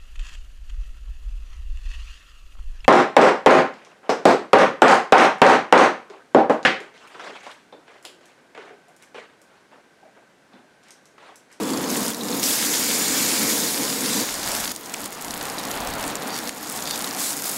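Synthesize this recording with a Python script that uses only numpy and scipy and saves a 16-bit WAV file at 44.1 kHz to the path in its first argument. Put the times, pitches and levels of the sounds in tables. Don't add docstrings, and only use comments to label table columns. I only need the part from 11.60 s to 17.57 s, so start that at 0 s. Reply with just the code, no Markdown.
import sys
import numpy as np
from scipy import signal
from scipy.fft import rfft, irfft, next_fast_len
from scipy.io import wavfile
from scipy.ndimage import uniform_filter1d, map_coordinates

SR = 44100
rng = np.random.default_rng(int(sys.argv[2]) if len(sys.argv) > 2 else 0)


def makeup_ratio(level_db):
    decades = np.asarray(level_db, float) / 20
    return 10 ** decades


def master(y):
    cut = np.clip(np.atleast_2d(y).T, -1, 1)
    pcm = np.round(cut * 32767)
    wavfile.write(sys.argv[1], SR, pcm.astype(np.int16))


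N = 263277

# time in seconds, vigour in dB, brightness in dB.
FRYING = [(0, -37, -5), (0.2, -34.5, -6.5), (0.5, -30.5, -3.5), (0.7, -34, -3), (0.81, -32, -2),
          (1.0, -23.5, -5), (1.2, -24.5, -4.5), (1.8, -22.5, -6), (2.05, -25, -3), (2.35, -28, -6),
          (2.8, -26, -7.5), (3.08, -28.5, -5.5), (3.3, -31.5, -5.5), (4.1, -35, -3.5), (4.7, -33.5, -5),
          (5.25, -32, -4.5), (5.56, -31.5, -4), (5.97, -31, 1.5)]
# start in seconds, rise in dB,
# hold in seconds.
FLARES = [(0.285, 4, .06), (0.815, 5.5, .07), (2.43, 3, .13), (2.635, 3, .05), (2.86, 3, .16),
          (4.72, 3, .05), (4.86, 2.5, .03), (4.99, 2.5, .15), (5.265, 2.5, .09), (5.57, 6.5, .11),
          (5.84, 2.5, .1)]
# frequency in Hz, level in dB per Hz.
FIZZ_SPECTRUM = [(760, -27), (1300, -8), (1620, -3.5), (2210, -3.5), (2810, -5), (4720, 0), (6250, -0.5),
                 (6930, 1), (8270, -2), (12800, -4.5), (14500, -10), (15700, -10)]


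def sizzle():
    vigour_db, bright_db = curves(FRYING)
    for start, rise_db, hold in FLARES:
        vigour_db = vigour_db + ramps(start, rise_db, attack=.015, hold=hold, release=.07)
    full_boil_db, share_per_db = -24, .03
    share = 0.2 + share_per_db * (full_boil_db - vigour_db) + 0.22 * far()
    share = np.clip(share, .05, .9)

    sway_db, far_fat_db = .6, -4.5
    fizz_db = vigour_db + far() * (far_fat_db + sway_db * wobble(8))
    spit_db = fizz_db + bright_db + sway_db * wobble(12)

    bed = patchy(1.6) * makeup_ratio(0.12 * wobble(24.95))
    crackle = grains(count=8000, centre_hz=8500, spread=0.47, cycles=1.2, scatter_db=7.0, clump=.35)
    ringing = grains(count=3000, centre_hz=5580, spread=0.306, cycles=10, scatter_db=5.5, clump=.4)
    bursts = unit(pan(crackle + 0.2 * ringing))
    fat = coloured(np.sqrt(1 - share) * unit(bed) + np.sqrt(share) * bursts, FIZZ_SPECTRUM)

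    low = filtered(fat, lambda hz: 1 / (1 + (hz / 8000) ** 6))
    return makeup_ratio(fizz_db - 2.2) * unit(low) + makeup_ratio(spit_db + 1.33) * unit(fat - low)


def grains(count, centre_hz, spread, cycles, scatter_db, clump):
    u, t = rng.random((count, 2)), np.arange(160) / SR
    arrival = np.cumsum(np.exp(clump * (wobble(40) + wobble(150))))
    s = np.interp(u[:, 0], arrival / arrival[-1], np.arange(N) / SR)
    hz = np.clip(centre_hz * np.exp(spread * rng.standard_normal((count, 1))), 2800, 16000)
    size = makeup_ratio(-scatter_db * np.log(u[:, 1:] + .03))
    shapes = size * np.sin(2 * np.pi * hz * t) * np.exp(-t * hz / cycles)

    mean_power = uniform_filter1d(np.mean(abs(rfft(shapes, 512)) ** 2, axis=0), size=9)
    evening = (mean_power + 0.00086 * mean_power.max()) ** -.5
    grid = np.fft.rfftfreq(512, 1 / SR)
    return unit(filtered(place(s, shapes), lambda f: np.interp(f, grid, evening)))


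# delay in seconds, level in dB.
PAN_ECHOES = [
    (.0006, -13),
    (.0014, -15),
    (.0023, -15),
    (.0037, -19),
    (.0058, -22),
]


def pan(x):
    echoes = sum(makeup_ratio(db) * np.pad(x, (round(s * SR), 0))[:N] for s, db in PAN_ECHOES)
    return x + echoes


# burst time in seconds, peak in dB, pitch in Hz.
POPS = [(0.4808, -16.5, 9580), (0.5456, -14, 3870), (0.6338, -17, 3840), (0.796, -19, 6740),
        (0.83, -12, 3500), (0.837, -13, 6130), (2.831, -20, 4270), (2.95, -14, 7360), (3.0765, -17.5, 3800),
        (3.1128, -23, 4030), (3.1609, -10.5, 7000), (3.259, -19, 6970), (3.339, -15, 6860),
        (3.458, -19.5, 9670), (3.6466, -18.5, 6540), (3.707, -21, 4700), (3.74, -17, 7780),
        (3.899, -23, 6600), (4.032, -23, 5300), (4.113, -16, 7000), (4.2721, -18, 6660),
        (4.4394, -21, 2600), (4.554, -17, 7320), (4.7633, -21, 4670), (5.274, -17, 3570),
        (5.309, -15, 4400), (5.3566, -20, 4240), (5.443, -16.5, 4260), (5.548, -22, 6310),
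        (5.8965, -18.5, 6900)]
# burst time in seconds, pitch in Hz.
SPITS = [(0.173, 5340), (0.767, 7560), (2.5301, 7680), (2.9168, 7640), (3.0002, 5850), (3.037, 4400),
         (3.2954, 6500), (3.6817, 3820), (3.8112, 5000), (3.8534, 3850), (4.0515, 7260), (4.1733, 4250),
         (4.2033, 6830), (4.337, 5830), (4.4275, 5610), (4.4777, 8400), (4.5003, 4030), (4.6723, 5690),
         (4.7042, 4570), (4.7564, 4630), (4.874, 3950), (5.0974, 8800), (5.1602, 7550), (5.255, 4650),
         (5.376, 4340), (5.4066, 4560), (5.473, 3600), (5.5714, 6000), (5.616, 6230), (5.8212, 7150)]


def pops():
    small_pop_db, t60 = -21.5, .014
    small = [(s, small_pop_db, hz) for s, hz in SPITS]
    s, db, hz = np.transpose(list(POPS) + small)[:, :, None]
    t, f = np.arange(1024) / SR, np.fft.rfftfreq(1024, 1 / SR)
    noise = rng.standard_normal((len(s), 2, len(t)))
    swell = (1 - np.exp(-t / 0.0003)) * makeup_ratio(-60 * t / t60)
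    spiky = noise[:, 0] * makeup_ratio(6.6 * noise[:, 1])
    splutter = rfft(spiky * swell)
    cavity = resonance(f, hz, 2300) + 0.5 * resonance(f, 6900, 7400)
    shapes = irfft(splutter * cavity / (1 + (f / 12500) ** 4))
    return place(s[:, 0], makeup_ratio(db + 3.5) * shapes / abs(shapes).max(axis=1, keepdims=True))


# time in seconds, peak in dB.
TICKS = [(0.5043, -12), (1.0646, -11), (2.6909, -16), (2.7419, -9), (2.8718, -15), (2.9178, -12),
         (3.0482, -12), (3.1187, -10), (3.2105, -15), (3.2957, -20), (3.4057, -17), (3.5295, -16),
         (3.6234, -13), (3.7772, -16), (3.8534, -17), (3.9879, -17), (4.0523, -19), (4.1552, -18),
         (4.2091, -16), (4.3376, -20), (4.4789, -19), (4.778, -14), (4.7882, -11), (4.8926, -10),
         (5.0987, -15), (5.1617, -16), (5.3776, -15), (5.6265, -10), (5.732, -15), (5.8372, -13)]
DROPLETS = [0.518, 0.582, 0.745, 2.6695, 2.7275, 2.7638, 2.8621, 2.8922, 2.971, 3.0563, 3.3215, 3.4423,
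            3.4783, 3.5062, 3.6159, 3.77, 3.8293, 3.8698, 3.9967, 4.2498, 4.3076, 4.3529, 4.41, 4.4651,
            4.634, 4.679, 4.8837, 4.948, 5.176, 5.8793]


def ticks():
    snaps = np.array(POPS)[:, :2] + [.0013, 1]
    middling = [(s, -17.5) for s in DROPLETS]
    small = np.hstack(strays(count=140, level_db=-25.5))
    s, db = np.concatenate([TICKS, snaps, middling, small]).T[:, :, None]
    lead = .0002
    t = np.arange(40) / SR - lead
    hz = 10500 * np.exp(0.14 * rng.standard_normal(s.shape))
    cycle = np.sin(-2 * np.pi * hz * t) * np.exp(-(t * hz / 0.5) ** 2)
    size = makeup_ratio(db + 2.5) / abs(cycle).max(axis=1, keepdims=True)
    return pan(place(s[:, 0] - lead, size * cycle))


def strays(count, level_db):
    start, end = 2.65, 5.95
    u = rng.random((count, 2))
    return start + u[:, :1] * (end - start), level_db + 2.5 * np.log(u[:, 1:] + 0.033)


# start in seconds, peak in dB, pitch in Hz.
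BUBBLES = [(0.0246, -23, 7570), (0.1344, -18.5, 4480), (0.2404, -19, 6360), (0.2994, -14, 6350),
           (0.3644, -20, 6780), (0.514, -15, 3340), (0.6075, -13, 3900), (0.7248, -18, 4070),
           (0.7951, -14, 6760), (0.8674, -15, 8900), (0.907, -13, 3470), (3.3446, -4, 2030),
           (3.981, -20, 4040), (3.9947, -24, 3820), (4.1344, -25, 3040), (4.44, -28, 2640),
           (4.5044, -27, 4020)]


def bubbles():
    s, db, hz = np.transpose(BUBBLES)[:, :, None]
    t = np.arange(2600) / SR
    large = hz < 2300
    t60 = np.where(large, .0035, .035)
    hz = np.where(large, 1.15 * hz, hz)
    wander = np.cumsum(0.18 * rng.standard_normal((len(s), len(t))), axis=1)
    ring = np.sin(2 * np.pi * hz * t + wander) * makeup_ratio(-60 * t / t60)
    onset = 1 - np.exp(-t / (0.079 * t60))
    return place(s[:, 0], makeup_ratio(db - 1.0) * ring * onset)


# start in seconds, length in seconds, pitch in Hz, bandwidth in Hz, level in dB.
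JETS = [(0.001, .27, 3400, 350, -46), (0.001, .25, 7500, 400, -46), (0.001, .5, 10300, 700, -47),
        (.55, .3, 3760, 600, -43), (.7, .12, 6800, 600, -42), (.755, .08, 13000, 5000, -38),
        (.828, .05, 5500, 1500, -28), (1.1, .85, 7000, 450, -34.5), (1.35, .25, 5000, 300, -43),
        (1.2, .75, 2260, 250, -40), (4.44, .08, 8000, 4000, -41), (4.69, .11, 4650, 180, -42),
        (4.72, .09, 5770, 200, -45), (4.85, .045, 4000, 700, -41), (5.26, .11, 4650, 500, -40),
        (5.26, .12, 3600, 450, -41), (5.6, .12, 4100, 500, -42), (5.42, .32, 1950, 50, -52),
        (5.04, .16, 8000, 3500, -40), (5.58, .16, 8000, 4500, -32), (5.69, .04, 5800, 500, -38)]


def whistles():
    t, out = np.arange(N) / SR, np.zeros(N)
    for start, length, hz, width, db in JETS:
        swell = np.abs(np.sin(np.pi * np.clip((t - start) / length, 0, 1)) ** 0.25)
        hiss = filtered(rng.standard_normal(N), lambda f: resonance(f, hz, width) ** 2)
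        out += makeup_ratio(db + 0.9 + 1.6 * wobble(35)) * swell * unit(hiss)
    return out


# time in seconds, level in dB.
BURNER = [(0, -27.5), (.45, -27.5), (1, -33.5), (1.9, -31), (2.15, -33), (2.6, -29), (2.78, -34.5),
          (3, -30.5), (3.9, -30.5), (4.6, -27), (5.1, -29), (5.6, -30), (5.97, -31)]
# frequency in Hz, level in dB per Hz.
FLAME_SPECTRUM = [(35, -65), (60, -32.5), (160, -11), (213, -1), (237, -1), (290, 0.5), (380, -11),
                  (465, -4), (660, -19.5), (715, -23), (988, -14), (1310, -22), (1500, -52), (1950, -58),
                  (3300, -120)]


def burner():
    far_burner_db = -12
    level_db = curves(BURNER)[0] + far_burner_db * far()
    return makeup_ratio(level_db + 1.8 + 0.9 * wobble(12)) * coloured(patchy(0.7), FLAME_SPECTRUM)


# nearest moment in seconds, rise in dB, half width in seconds.
PASSES = [
    (0.3, 3.5, 0.31),
    (1.7, 2.5, 0.29),
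    (2.92, 5, 0.091),
    (4.4, 5, 0.64),
    (5.5, 2.5, 0.16),
]
# frequency in Hz, level in dB per Hz.
TRAFFIC_SPECTRUM = [(53, -49), (90, -13), (151, -3), (226, -3), (284, -1), (416, -2.5), (659, 1), (712, 3),
                    (1840, -5.5), (2180, -8), (3500, -12), (4550, -12), (7700, -120)]


def traffic():
    level_db = -40 + swells(PASSES)
    return makeup_ratio(level_db + 4.0 + 0.84 * wobble(12)) * coloured(patchy(0.63), TRAFFIC_SPECTRUM)


# centre in seconds, rise in dB, half width in seconds.
GUSTS = [
    (0, 30, .06),
    (1.71, 6, .1),
    (2.95, 24, 0.39),
    (3.7, 20.5, 0.33),
    (4.33, 25, 0.4),
    (5.2, 18, 0.33),
]
# frequency in Hz, level in dB per Hz.
WIND_SPECTRUM = [
    (10, -11),
    (25, -12),
    (40, -10),
    (65, -6.5),
    (110, -14),
    (200, -34.5),
]


def wind():
    calm_db = -73
    level_db = calm_db + swells(GUSTS)
    return makeup_ratio(level_db + 0.5 + 2.0 * wobble(7.6)) * coloured(rng.standard_normal(N), WIND_SPECTRUM)


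def far():
    change_s = 2.635
    return np.clip((np.arange(N) / SR - change_s) / .02, 0, 1)


def resonance(f, hz, width):
    return 1j * f * width / (hz * hz - f * f + 1j * f * width)


def patchy(depth_db):
    z = signal.stft(rng.standard_normal(N), nperseg=512)[2]
    field = uniform_filter1d(rng.standard_normal(z.shape), 6, 0)
    field = uniform_filter1d(field, 8, 1)
    return signal.istft(z * makeup_ratio(depth_db * unit(field)), nperseg=512)[1][:N]


def coloured(x, spectrum):
    f, db = np.transpose(spectrum)
    return unit(filtered(x, lambda hz: makeup_ratio(np.interp(np.log(hz + 1), np.log(f + 1), db))))


def filtered(x, response):
    m = next_fast_len(N + 8192)
    return irfft(rfft(x, m) * response(np.fft.rfftfreq(m, 1 / SR)), m)[:N]


def unit(x):
    return x / np.sqrt(np.mean(x ** 2) + 1e-20)


def place(s, shapes):
    at = np.round(np.asarray(s) * SR).astype(int)[:, None] + np.arange(shapes.shape[1])
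    return np.bincount(at.ravel(), shapes.ravel(), N + SR)[:N]


def curves(rows):
    s, *cols = np.transpose(rows)
    return [np.interp(np.arange(N) / SR, s, c) for c in cols]


def wobble(rate):
    knots = rng.standard_normal(int(N * rate / SR) + 4)
    return map_coordinates(knots, [np.arange(N) * rate / SR])


def swells(rows):
    t = np.arange(N) / SR
    return sum(db * np.exp(-((t - s) / width) ** 2) for s, db, width in rows)


def ramps(s, db, attack, hold, release):
    corners = np.cumsum([s, attack, hold, release])
    return np.interp(np.arange(N) / SR, corners, [0, db, db, 0])


# start in seconds, depth in dB, recovery in seconds.
CLAMPS = [
    (0.507, -6, 0.16),
    (3.118, -7.5, .25),
    (3.462, -4.5, 0.24),
    (4.565, -1.5, 0.081),
    (4.79, -1, 0.052),
    (4.893, -5, 0.25),
]


def gain_control():
    return makeup_ratio(sum(ramps(s, db, attack=0.0096, hold=0.052, release=back) for s, db, back in CLAMPS))


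def scene():
    frying = sizzle() + pops() + ticks() + bubbles() + whistles()
    mono = frying + burner() + traffic() + wind()
    return np.array([mono, mono])


def low_pass(x):
    return signal.sosfilt(signal.butter(12, 17050, fs=SR, output="sos"), x)


def record(dry):
    held = dry[0] * gain_control()
    held = held / (1 + abs(held / .41) ** 4) ** (1 / 4)
    held = filtered(held, lambda hz: hz < 15760)
    return low_pass(np.array([held, held]))


dry = scene()
out = record(dry)
master(out)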